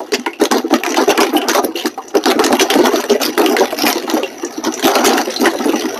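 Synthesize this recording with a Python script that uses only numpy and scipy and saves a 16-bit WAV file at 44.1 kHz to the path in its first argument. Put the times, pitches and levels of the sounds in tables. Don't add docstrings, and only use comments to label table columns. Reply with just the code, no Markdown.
import sys
import numpy as np
from scipy import signal
from scipy.fft import rfft, irfft, next_fast_len
from scipy.io import wavfile
from scipy.ndimage import uniform_filter1d, minimum_filter1d

SR = 44100
rng = np.random.default_rng(int(sys.argv[2]) if len(sys.argv) > 2 else 0)


def store_wav(level_fs):
    pcm = np.round(np.clip(np.atleast_2d(level_fs), -1, 1) * 32767)
    wavfile.write(sys.argv[1], SR, pcm.T.astype(np.int16))


N = 264159

# start t/s, length t/s, grit level/dB, slosh level/dB, fizz of the finest splinters level/dB
CRUNCH_BATCHES = [(0.126, 0.031, -11, -11, -32), (0.395, 0.073, -19.5, -12.5, -24),
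                  (0.506, 0.089, -18.5, -7.5, -21.5), (0.702, 0.066, -20.5, -10, -31),
                  (0.838, 0.11, -22, -12.5, -32), (0.953, 0.074, -16, -3.5, -21),
                  (1.072, 0.048, -12, -3, -17), (1.199, 0.046, -13.5, -4.5, -22),
                  (1.328, 0.055, -27, -8.5, -15), (1.479, 0.044, -15.5, -7, -18),
                  (1.531, 0.068, -15, -8.5, -19), (1.627, 0.025, -22, -25, -8.5),
                  (1.75, 0.11, -23.5, -24, -25), (1.844, 0.033, -16.5, -12, -17),
                  (2.138, 0.044, -21, -10.5, -28), (2.254, 0.068, -13.5, -4.5, -17),
                  (2.386, 0.11, -21, -11, -26), (2.508, 0.069, -21, -27, -22), (2.587, 0.038, -2, -8, -4.5),
                  (2.696, 0.062, -13.5, -9, -15.5), (2.765, 0.063, -19, -8, -29),
                  (2.834, 0.06, -13, -3.5, -19), (2.912, 0.1, -20, -10.5, -21),
                  (3.088, 0.039, -11.5, -9, -18), (3.201, 0.093, -16, -14, -13.5),
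                  (3.373, 0.18, -19, -6, -19.5), (3.568, 0.075, -21, -5.5, -24),
                  (3.774, 0.067, -13.5, -15, -18), (3.847, 0.071, -14.5, -8.5, -11.5),
                  (4.073, 0.15, -26, -14.5, -47), (4.633, 0.042, -18, -12, -21),
                  (4.828, 0.09, -11.5, -11.5, -16.5), (4.938, 0.051, -22, -26, -27),
                  (5.038, 0.035, 2.5, -2.5, -3), (5.074, 0.14, -15.5, -9, -21),
                  (5.392, 0.087, -19.5, -10, -18), (5.435, 0.049, -13, -7, -42)]
# f/Hz, width f/Hz, level/dB
BLADE_MODES = [(1952, 72, 2), (2833, 200, -0.5), (4230, 490, -10), (5875, 148, 6)]
# f/Hz, width f/Hz, level/dB
WALL_MODES = [(581, 17, -7.5), (715, 230, -5), (1105, 42, -14), (1340, 240, -3)]
# f/Hz, level/dB
GRIT_COLOUR = [(900, -7), (1900, 2), (6300, 3), (7600, -12.5), (13000, -1)]
# f/Hz, level/dB
KNOCK_COLOUR = [(170, -33), (300, 4), (900, 8.5), (1500, -7.5), (3500, -26)]
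SLAP_HZ, SLAP_SPREAD = 750.8, 0.28


def churn():
    crunch_slosh, crunch_grit, crunch_fizz = crunching()
    stir_slosh, stir_grit = stirring()
    slosh = np.hypot(crunch_slosh, stir_slosh) * sloshing()
    grit, fizz = grinding()
    return slosh, crunch_grit * grit + crunch_fizz * fizz + stir_grit * swirling()


def crunching(grit_db=-5, slosh_db=-6, fizz_db=-4):
    power = np.zeros((3, N))
    for s, length, grit, slosh, fizz in CRUNCH_BATCHES:
        soft = bite(s, length, attack_s=0.0066, sag_db_per_s=16, release_s=0.0097)
        hard = bite(s, length, attack_s=0.019, sag_db_per_s=64, release_s=0.0041)
        gains = [amp(slosh + slosh_db) * soft, amp(grit + grit_db) * hard, amp(fizz + fizz_db) * hard]
        power += np.square(gains)
    return np.sqrt(power)


def bite(start_s, length_s, attack_s, sag_db_per_s, release_s):
    age = np.maximum(np.arange(N) / SR - start_s, 0)
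    wear = amp(-sag_db_per_s * (np.minimum(age, length_s) - length_s / 2))
    release = np.exp(-np.maximum(age - length_s, 0) / release_s)
    return np.minimum(age / attack_s, 1) * wear * release


def stirring(grit_db=-2, slosh_db=-2, lull_db=-7.5, lull_lead_s=0.012, lull_width_s=0.0075):
    # t/s, slosh level/dB, grit level/dB
    circulation = [(0.0, -31, -39), (0.43, -38, -43), (0.73, -24.5, -35), (1.03, -19.5, -25.5),
                   (1.48, -15.5, -34.5), (1.98, -39.5, -39), (2.17, -31.5, -41), (2.38, -13.5, -29),
                   (2.69, -16.5, -25), (3.27, -27.5, -28.5), (3.42, -22, -32), (3.97, -25.5, -24),
                   (4.39, -31, -34.5), (4.69, -27, -32), (5.04, -10, -19), (5.25, -26, -27),
                   (5.69, -19.5, -24), (5.99, -21, -27.5)]
    t = np.arange(N) / SR
    s, slosh, grit = np.transpose(circulation)
    starts = [batch[0] for batch in CRUNCH_BATCHES]
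    lull = lull_db * sum(np.exp(-((t - start + lull_lead_s) / lull_width_s) ** 2) for start in starts)
    return amp(np.interp(t, s, slosh) + lull + slosh_db), amp(np.interp(t, s, grit) + lull + grit_db)


def sloshing():
    # f/Hz, level/dB
    slurry_colour = [(180, -33.5), (245, 7), (420, 5), (560, -10.5), (740, -1), (1100, -10), (1900, -17),
                     (4000, -38)]
    bubbles = rings(count=2400, low_hz=199.4, high_hz=2617, t60=0.092)
    knocks = unit(rng.standard_normal(N) * clumps(rate=83, decay_s=0.0018))
    slurry = shaped(bubbles + amp(3) * knocks, slurry_colour)
    slosh = unit(slurry + resonated(slurry, WALL_MODES))
    surge = np.sqrt(np.abs(uniform_filter1d(slosh ** 2, size=900)) + 0.5)
    return unit(slosh / surge)


def grinding(fizz_hz=8150):
    catches = clumps(rate=170, decay_s=0.0012) + 0.7
    crackle = grains(N, rate=10000, spread_db=0.5) * catches
    grit = shaped(tumbling(crackle, depth_db=6.0), GRIT_COLOUR)
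    fizz = irfft(rfft(grit) * (np.fft.rfftfreq(N, 1 / SR) > fizz_hz), N)
    return unit(grit - fizz), unit(fizz)


def swirling():
    # f/Hz, level/dB
    submerged = [(1500, 9), (6000, 4), (13000, 3.5)]
    catches = clumps(rate=220, decay_s=0.002) + 0.73
    swirl = grains(N, rate=10000, spread_db=6.0) * catches
    fines = shaped(shaped(tumbling(swirl, depth_db=4.5), GRIT_COLOUR), submerged)
    return unit(fines + amp(-6.5) * resonated(fines, BLADE_MODES))


def rings(count, low_hz, high_hz, t60):
    t = np.arange(SR // 20) / SR
    when, pitch, phase = rng.random((3, count, 1))
    hz = low_hz + pitch * (high_hz - low_hz)
    tones = amp(-60 * t / t60) * np.sin(2 * np.pi * (hz * t + phase))
    index = (when * N).astype(int) + np.arange(len(t))
    return unit(np.bincount(index.ravel(), tones.ravel(), N)[:N])


def clumps(rate, decay_s):
    catches = np.abs(grains(N, rate, spread_db=5.5))
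    return unit(signal.lfilter([1], [1, -np.exp(-1 / (decay_s * SR))], catches))


def tumbling(x, depth_db):
    z = signal.stft(x, nperseg=512)[2]
    field = uniform_filter1d(rng.standard_normal(z.shape), size=8, axis=1)
    field = uniform_filter1d(field, size=3, axis=1)
    peaks = unit(uniform_filter1d(field, size=2, axis=0))
    humps = unit(uniform_filter1d(field, size=14, axis=0))
    colour_db = depth_db * np.clip(unit(peaks + 0.5 * humps), -2, 2)
    return signal.istft(z * amp(colour_db), nperseg=512)[1][:N]


def cracks(snap_s=0.0019, crumb_s=0.018, crumb_db=-18, knock_db=-6, ring_db=-8, ring_width_hz=110):
    # t/s, relative level/dB, pitch of the chunk f/Hz
    splits = [(0.121, -15, 4670), (0.1372, -9.5, 4650), (0.145, -8.5, 2740), (0.1969, -23.5, 6070),
              (0.2632, -13, 1860), (0.4375, -12, 5230), (0.4546, -8.5, 3450), (0.5134, -7, 6040),
              (0.5211, -7.5, 5000), (0.7391, -4.5, 1900), (0.8354, -8.5, 2320), (0.8639, -6.5, 2420),
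              (0.944, -10.5, 2380), (0.971, -12, 3020), (1.1089, -9.5, 3340), (1.1766, -6, 2340),
              (1.205, -1, 2490), (1.2092, -4, 5000), (1.232, -6, 2270), (1.2684, -15, 2430),
              (1.4849, 2, 4620), (1.4951, -0.5, 1830), (1.5333, -10, 1380), (1.5488, -7, 1430),
              (1.8573, -9, 4860), (1.869, -13, 1350), (2.1527, -10, 1420), (2.2392, -13.5, 3800),
              (2.257, -3, 4660), (2.3127, -5.5, 2240), (2.3924, -8, 1380), (2.3983, -8, 1420),
              (2.4397, 0, 5190), (2.445, -2.5, 6420), (2.464, -5, 1430), (2.5272, -3, 1390),
              (2.596, -4, 2180), (2.6103, 0.5, 5890), (2.7019, 0.5, 3230), (2.7106, -6, 2900),
              (2.7386, -7, 1390), (2.858, -6.5, 1490), (2.9593, -8, 3570), (3.04, -11, 1380),
              (3.1168, -17, 3140), (3.202, -18, 1410), (3.243, -15.5, 2110), (3.3778, -2, 1400),
              (3.4615, -6.5, 2880), (3.5664, -2, 1730), (3.656, -15, 3440), (3.865, 3, 2480),
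              (3.902, -9, 3120), (3.9282, -7.5, 5440), (4.0993, -10.5, 4250), (4.795, -15, 7000),
              (4.827, -12, 3230), (4.8527, -2, 3100), (4.879, -2.5, 1370), (4.9543, 0, 4180),
              (5.0609, 3.5, 6560), (5.1797, -7, 1760), (5.2145, -12, 4400), (5.4566, 5.5, 1810)]
    # f/Hz, level/dB
    ice_colour = [(150, -50), (400, -13), (1500, 12.5), (6200, 4), (7700, -2), (13500, 1.5)]
    out, t = np.zeros(N), np.arange(SR // 10) / SR
    for s, db, chunk_hz in splits:
        snap = rng.standard_normal(len(t)) * np.exp(-t / snap_s)
        crumbs = grains(len(t), rate=3400, spread_db=0) * np.exp(-t / crumb_s)
        blow = snap + amp(crumb_db) * crumbs
        split = struck(blow, ice_colour, chunk_hz, focus_db=7, facet_db=5.5)
        ring = crest(resonated(blow, [(chunk_hz, ring_width_hz, 0)]))
        thud = knock(decay_s=0.00057)
        add(out, s, amp(db) * (split + amp(ring_db) * ring + amp(knock_db) * thud))
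    return out


def gulps(lead_s=0.0012, hollow_db=-7, wet_db=-3.0, knock_db=-4.5):
    # t/s, gulp level/dB, cavity pitch f/Hz (raised to the pocket's floor), wet slap level/dB
    collapses = [(0.004, -18.5, 368, -17.5), (0.12, -4, 422, -34), (0.186, -12, 237, -49),
                 (0.262, -8.5, 328, -11.5), (0.413, 2.5, 415, -7), (0.515, -6.5, 246, -10.5),
                 (0.546, -4.5, 472, -22), (0.641, -5.5, 329, -51), (0.726, 1.5, 310, -5.5),
                 (1.013, -13, 387, -17), (1.082, 1.5, 412.6, -39), (1.177, -2, 335, -7.5),
                 (1.203, -14, 317, -6), (1.346, -7.5, 323, -12.5), (1.487, -7.5, 322, -15.5),
                 (1.547, -4.5, 571, -10), (1.578, -11, 566, -6.5), (1.637, -11, 526, -10.5),
                 (1.683, -10.5, 328, -45), (1.751, -9.5, 357, -50), (1.852, -4.5, 323, -28),
                 (1.976, -13.5, 787, -20.5), (2.15, 5, 397.7, -15), (2.353, -4, 290, -32),
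                 (2.393, 0, 437.5, -8), (2.506, -8, 282, -7.5), (2.527, -0.5, 256, -7.5),
                 (2.602, 1, 374, -14), (2.754, -0.5, 279.6, -8), (2.787, 2, 353, -9.5),
                 (2.934, -4.5, 346, -8.5), (3.035, -12, 400, -23), (3.102, 1, 403, -25),
                 (3.147, -1.5, 433, -17.5), (3.278, -6.5, 313, -36), (3.393, -3, 336, -11),
                 (3.606, 0, 389, -13), (3.725, -36, 370, -10.5), (3.835, -2, 295, -15.5),
                 (3.955, -6, 333, -19), (4.033, -11, 375, -44), (4.135, -2, 323, -18.5),
                 (4.167, -10, 420, -9.5), (4.227, -7.5, 390, -16.5), (4.431, -7, 336, -22.5),
                 (4.576, -10, 308, -34), (4.668, -4.5, 329, -17.5), (4.846, 2.5, 279, -37),
                 (4.953, -3, 427, -9), (5.186, -6.5, 297, -15), (5.415, -2.5, 257.4, -16),
                 (5.271, -7.5, 358, -23), (5.46, -3, 331, -11), (5.535, -24, 340, -13),
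                 (5.6, -6.5, 241.6, -18), (5.655, -1.5, 308, -16.5), (5.688, -1.5, 349, -37),
                 (5.733, -2.5, 312, -13), (5.844, -6.5, 310, -32)]
    out = np.zeros(N)
    for s, db, cavity_hz, slap_db in collapses:
        slap_hz = SLAP_HZ * np.exp(SLAP_SPREAD * rng.standard_normal())
        bursts = pocket(slap_hz, rise_s=0.00078, t60=0.076, splinter_db=-2.5, lag_s=0.016)
        add(out, s - lead_s, amp(db + hollow_db) * pocket(cavity_hz))
        add(out, s, amp(slap_db + wet_db) * bursts)
        add(out, s, amp(slap_db + knock_db) * knock(decay_s=0.0078))
    return out


def pocket(cavity_hz, rise_s=0.00456, t60=0.12, scatter=0.3597, splinter_db=-9, glide=0.071, lag_s=0.0125):
    t = np.arange(SR // 7) / SR
    pitch, bend = rng.standard_normal((2, 6, 1))
    delay, phase = rng.random((2, 6, 1))
    pitch[0], delay[0] = 0, 0
    age = np.maximum(t - lag_s * delay, 0)
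    base_hz = np.maximum(cavity_hz * np.exp(scatter * np.clip(pitch, -2, 1)), 240)
    hz = base_hz * (1 + glide * bend * np.tanh(2 * age / t60))
    swell = np.minimum(age / rise_s, 1) ** 2 * amp(-60 * np.maximum(age - rise_s, 0) / t60)
    pockets = swell * np.sin(2 * np.pi * (np.cumsum(hz, 1) / SR + phase))
    return crest(pockets[0] + amp(splinter_db) * pockets[1:].sum(0), size=420)


def clinks(chatter_s=0.019, chatter_db=-7, spread=0.059, sharpness=27):
    # t/s, level/dB before a 2 dB lift, pitch f/Hz
    bright_hits = [(0.2614, -16, 2120), (0.332, -28, 2640), (1.3666, -14, 2960), (1.416, -20, 2930),
                   (1.7564, -19.5, 2900), (1.772, -20.5, 4350), (1.797, -20.5, 2990), (1.822, -27, 2930),
                   (2.082, -29.5, 6050), (3.216, -17.5, 6020), (4.139, -22, 12200), (4.232, -18, 2780),
                   (4.448, -22, 5880), (4.639, -21, 5850), (4.7393, -19, 5940), (5.305, -23, 5930),
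                   (5.362, -14, 4100), (5.657, -23, 10800), (5.811, -22.5, 3090)]
    out, t = np.zeros(N), np.arange(SR // 10) / SR
    for s, db, pitch_hz in bright_hits:
        envelope = np.exp(-t / 0.0019) + amp(chatter_db) * np.exp(-t / chatter_s)
        contact = rng.standard_normal(len(t)) * envelope
        side_hz = pitch_hz * np.exp(spread * rng.standard_normal(size=3))
        modes = [(pitch_hz, pitch_hz / sharpness, 2)] + [(hz, hz / sharpness, -2) for hz in side_hz]
        add(out, s, amp(db + 2.0) * crest(resonated(contact, modes)))
    return out


def roars():
    # start t/s, length t/s, relative level/dB
    scours = [(2.517, 0.03, -22), (3.097, 0.039, -20), (3.2, 0.025, -14.5), (3.386, 0.027, -18.5),
              (4.844, 0.38, -17)]
    drive = np.zeros(N)
    for s, length, db in scours:
        drive += amp(db) * bite(s, length, attack_s=0.0068, sag_db_per_s=18, release_s=0.0054)
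    return drive * unit(resonated(shaped(rng.standard_normal(N), KNOCK_COLOUR), WALL_MODES))


def knock(decay_s):
    t = np.arange(SR // 10) / SR
    wall_hz = SLAP_HZ * np.exp(SLAP_SPREAD * rng.standard_normal())
    blow = rng.standard_normal(len(t)) * np.exp(-t / decay_s)
    return struck(blow, KNOCK_COLOUR, wall_hz, focus_db=-12, facet_db=4.5)


def struck(blow, spectrum, focus_hz, focus_db, facet_db):
    facet_hz, octaves = np.geomspace(300, 16000, num=30), .6
    facets = np.transpose([facet_hz, facet_db * (2 * rng.random(len(facet_hz)) - 1)])

    def gain(hz):
        focus = focus_db / (1 + (np.log2((hz + 1) / focus_hz) / octaves) ** 2)
        return amp(along(spectrum, hz) + focus + along(facets, hz))

    return crest(coloured(blow, gain))


def motor(shaft_hz=157, pulsing=0.23):
    # f/Hz, level/dB
    whir = [(30, -71), (260, 37), (800, 28.5), (3000, -17), (6000, -8), (8000, -10)]
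    t = np.arange(N) / SR
    air = unit(shaped(rng.standard_normal(N), whir))
    drift = uniform_filter1d(rng.standard_normal(N), size=4000)
    turns = np.cumsum(shaft_hz * (1 + 0.1192 * unit(drift))) / SR
    pulse = 1 + pulsing * np.sin(2 * np.pi * turns)
    return amp(-42.5 + 1.84 * t) * pulse * (air + resonated(air, BLADE_MODES))


def kitchen(x):
    # f/Hz, t/s
    decay_times = [(200, 0.16), (3000, 0.17), (14000, 0.081)]
    hz, t, z = signal.stft(rng.standard_normal(SR // 2), SR, nperseg=256)
    decay = amp(-60 * t / along(decay_times, hz)[:, None])
    tail = signal.istft(z * decay, SR, nperseg=256)[1]
    return signal.fftconvolve(x, np.pad(tail / np.linalg.norm(tail), (SR // 250, 0)))[:N]


def amp(db):
    return 10 ** (np.asarray(db) / 20)


def unit(x):
    return x / np.sqrt(np.mean(x ** 2) + 1e-20)


def crest(x, size=80):
    return x / np.sqrt(uniform_filter1d(x ** 2, size, mode="constant").max() + 1e-20)


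def along(points, hz):
    f, v = np.transpose(points)
    return np.interp(np.log(hz + 1), np.log(f + 1), v)


def coloured(x, gain):
    m = 2 * next_fast_len(len(x) // 2 + 2048)
    cepstrum = irfft(np.log(np.maximum(gain(np.fft.rfftfreq(m, 1 / SR)), 1e-6)), m)
    cepstrum[1:m // 2] *= 2
    cepstrum[m // 2 + 1:] = 0
    return irfft(rfft(x, m) * np.exp(rfft(cepstrum)), m)[:len(x)]


def shaped(x, spectrum):
    return coloured(x, lambda hz: amp(along(spectrum, hz)))


def resonated(x, modes):
    m = 2 * len(x)
    f = np.fft.rfftfreq(m, 1 / SR)
    response = sum(amp(db) * 1j * f * w / (hz * hz - f * f + 1j * f * w) for hz, w, db in modes)
    return irfft(rfft(x, m) * response, m)[:len(x)]


def grains(size, rate, spread_db):
    strength = amp(spread_db * np.clip(rng.standard_normal(size), -2, 2))
    hits = rng.random(size) < rate / SR
    return unit(hits * strength * rng.choice([-1, 1], size))


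def add(track, s, x):
    start = round(s * SR)
    x, start = x[max(-start, 0):], max(start, 0)
    track[start:start + len(x)] += x[:max(N - start, 0)]


def scene():
    # f/Hz, level/dB
    jar_bass = [(30, -15), (90, -16), (130, -4), (162, -22.5), (225, 0)]
    slosh, grit = churn()
    ice = amp(-3) * cracks() + clinks() + grit
    ringing_ice = ice + amp(-7.5) * resonated(ice, BLADE_MODES)
    jar = shaped(ringing_ice + gulps() + slosh + roars(), jar_bass)
    return (jar + amp(-17.5) * kitchen(jar) + motor())[None]


def record(dry, top_hz=16400, ceiling=.99):
    # f/Hz, level/dB
    treble = [(12000, -1), (13900, -8), (14700, -24), (16400, -53)]
    hz = np.fft.rfftfreq(N, 1 / SR)
    heard = irfft(rfft(dry[0]) * amp(along(treble, hz)), N)
    needed = 1 / np.maximum(np.abs(heard) / ceiling, 1)
    held = minimum_filter1d(needed, size=140)
    gain = uniform_filter1d(uniform_filter1d(held, size=70), size=70)
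    return irfft(rfft(heard * gain) * (hz < top_hz), N)[None]


dry = scene()
out = record(dry)
store_wav(out)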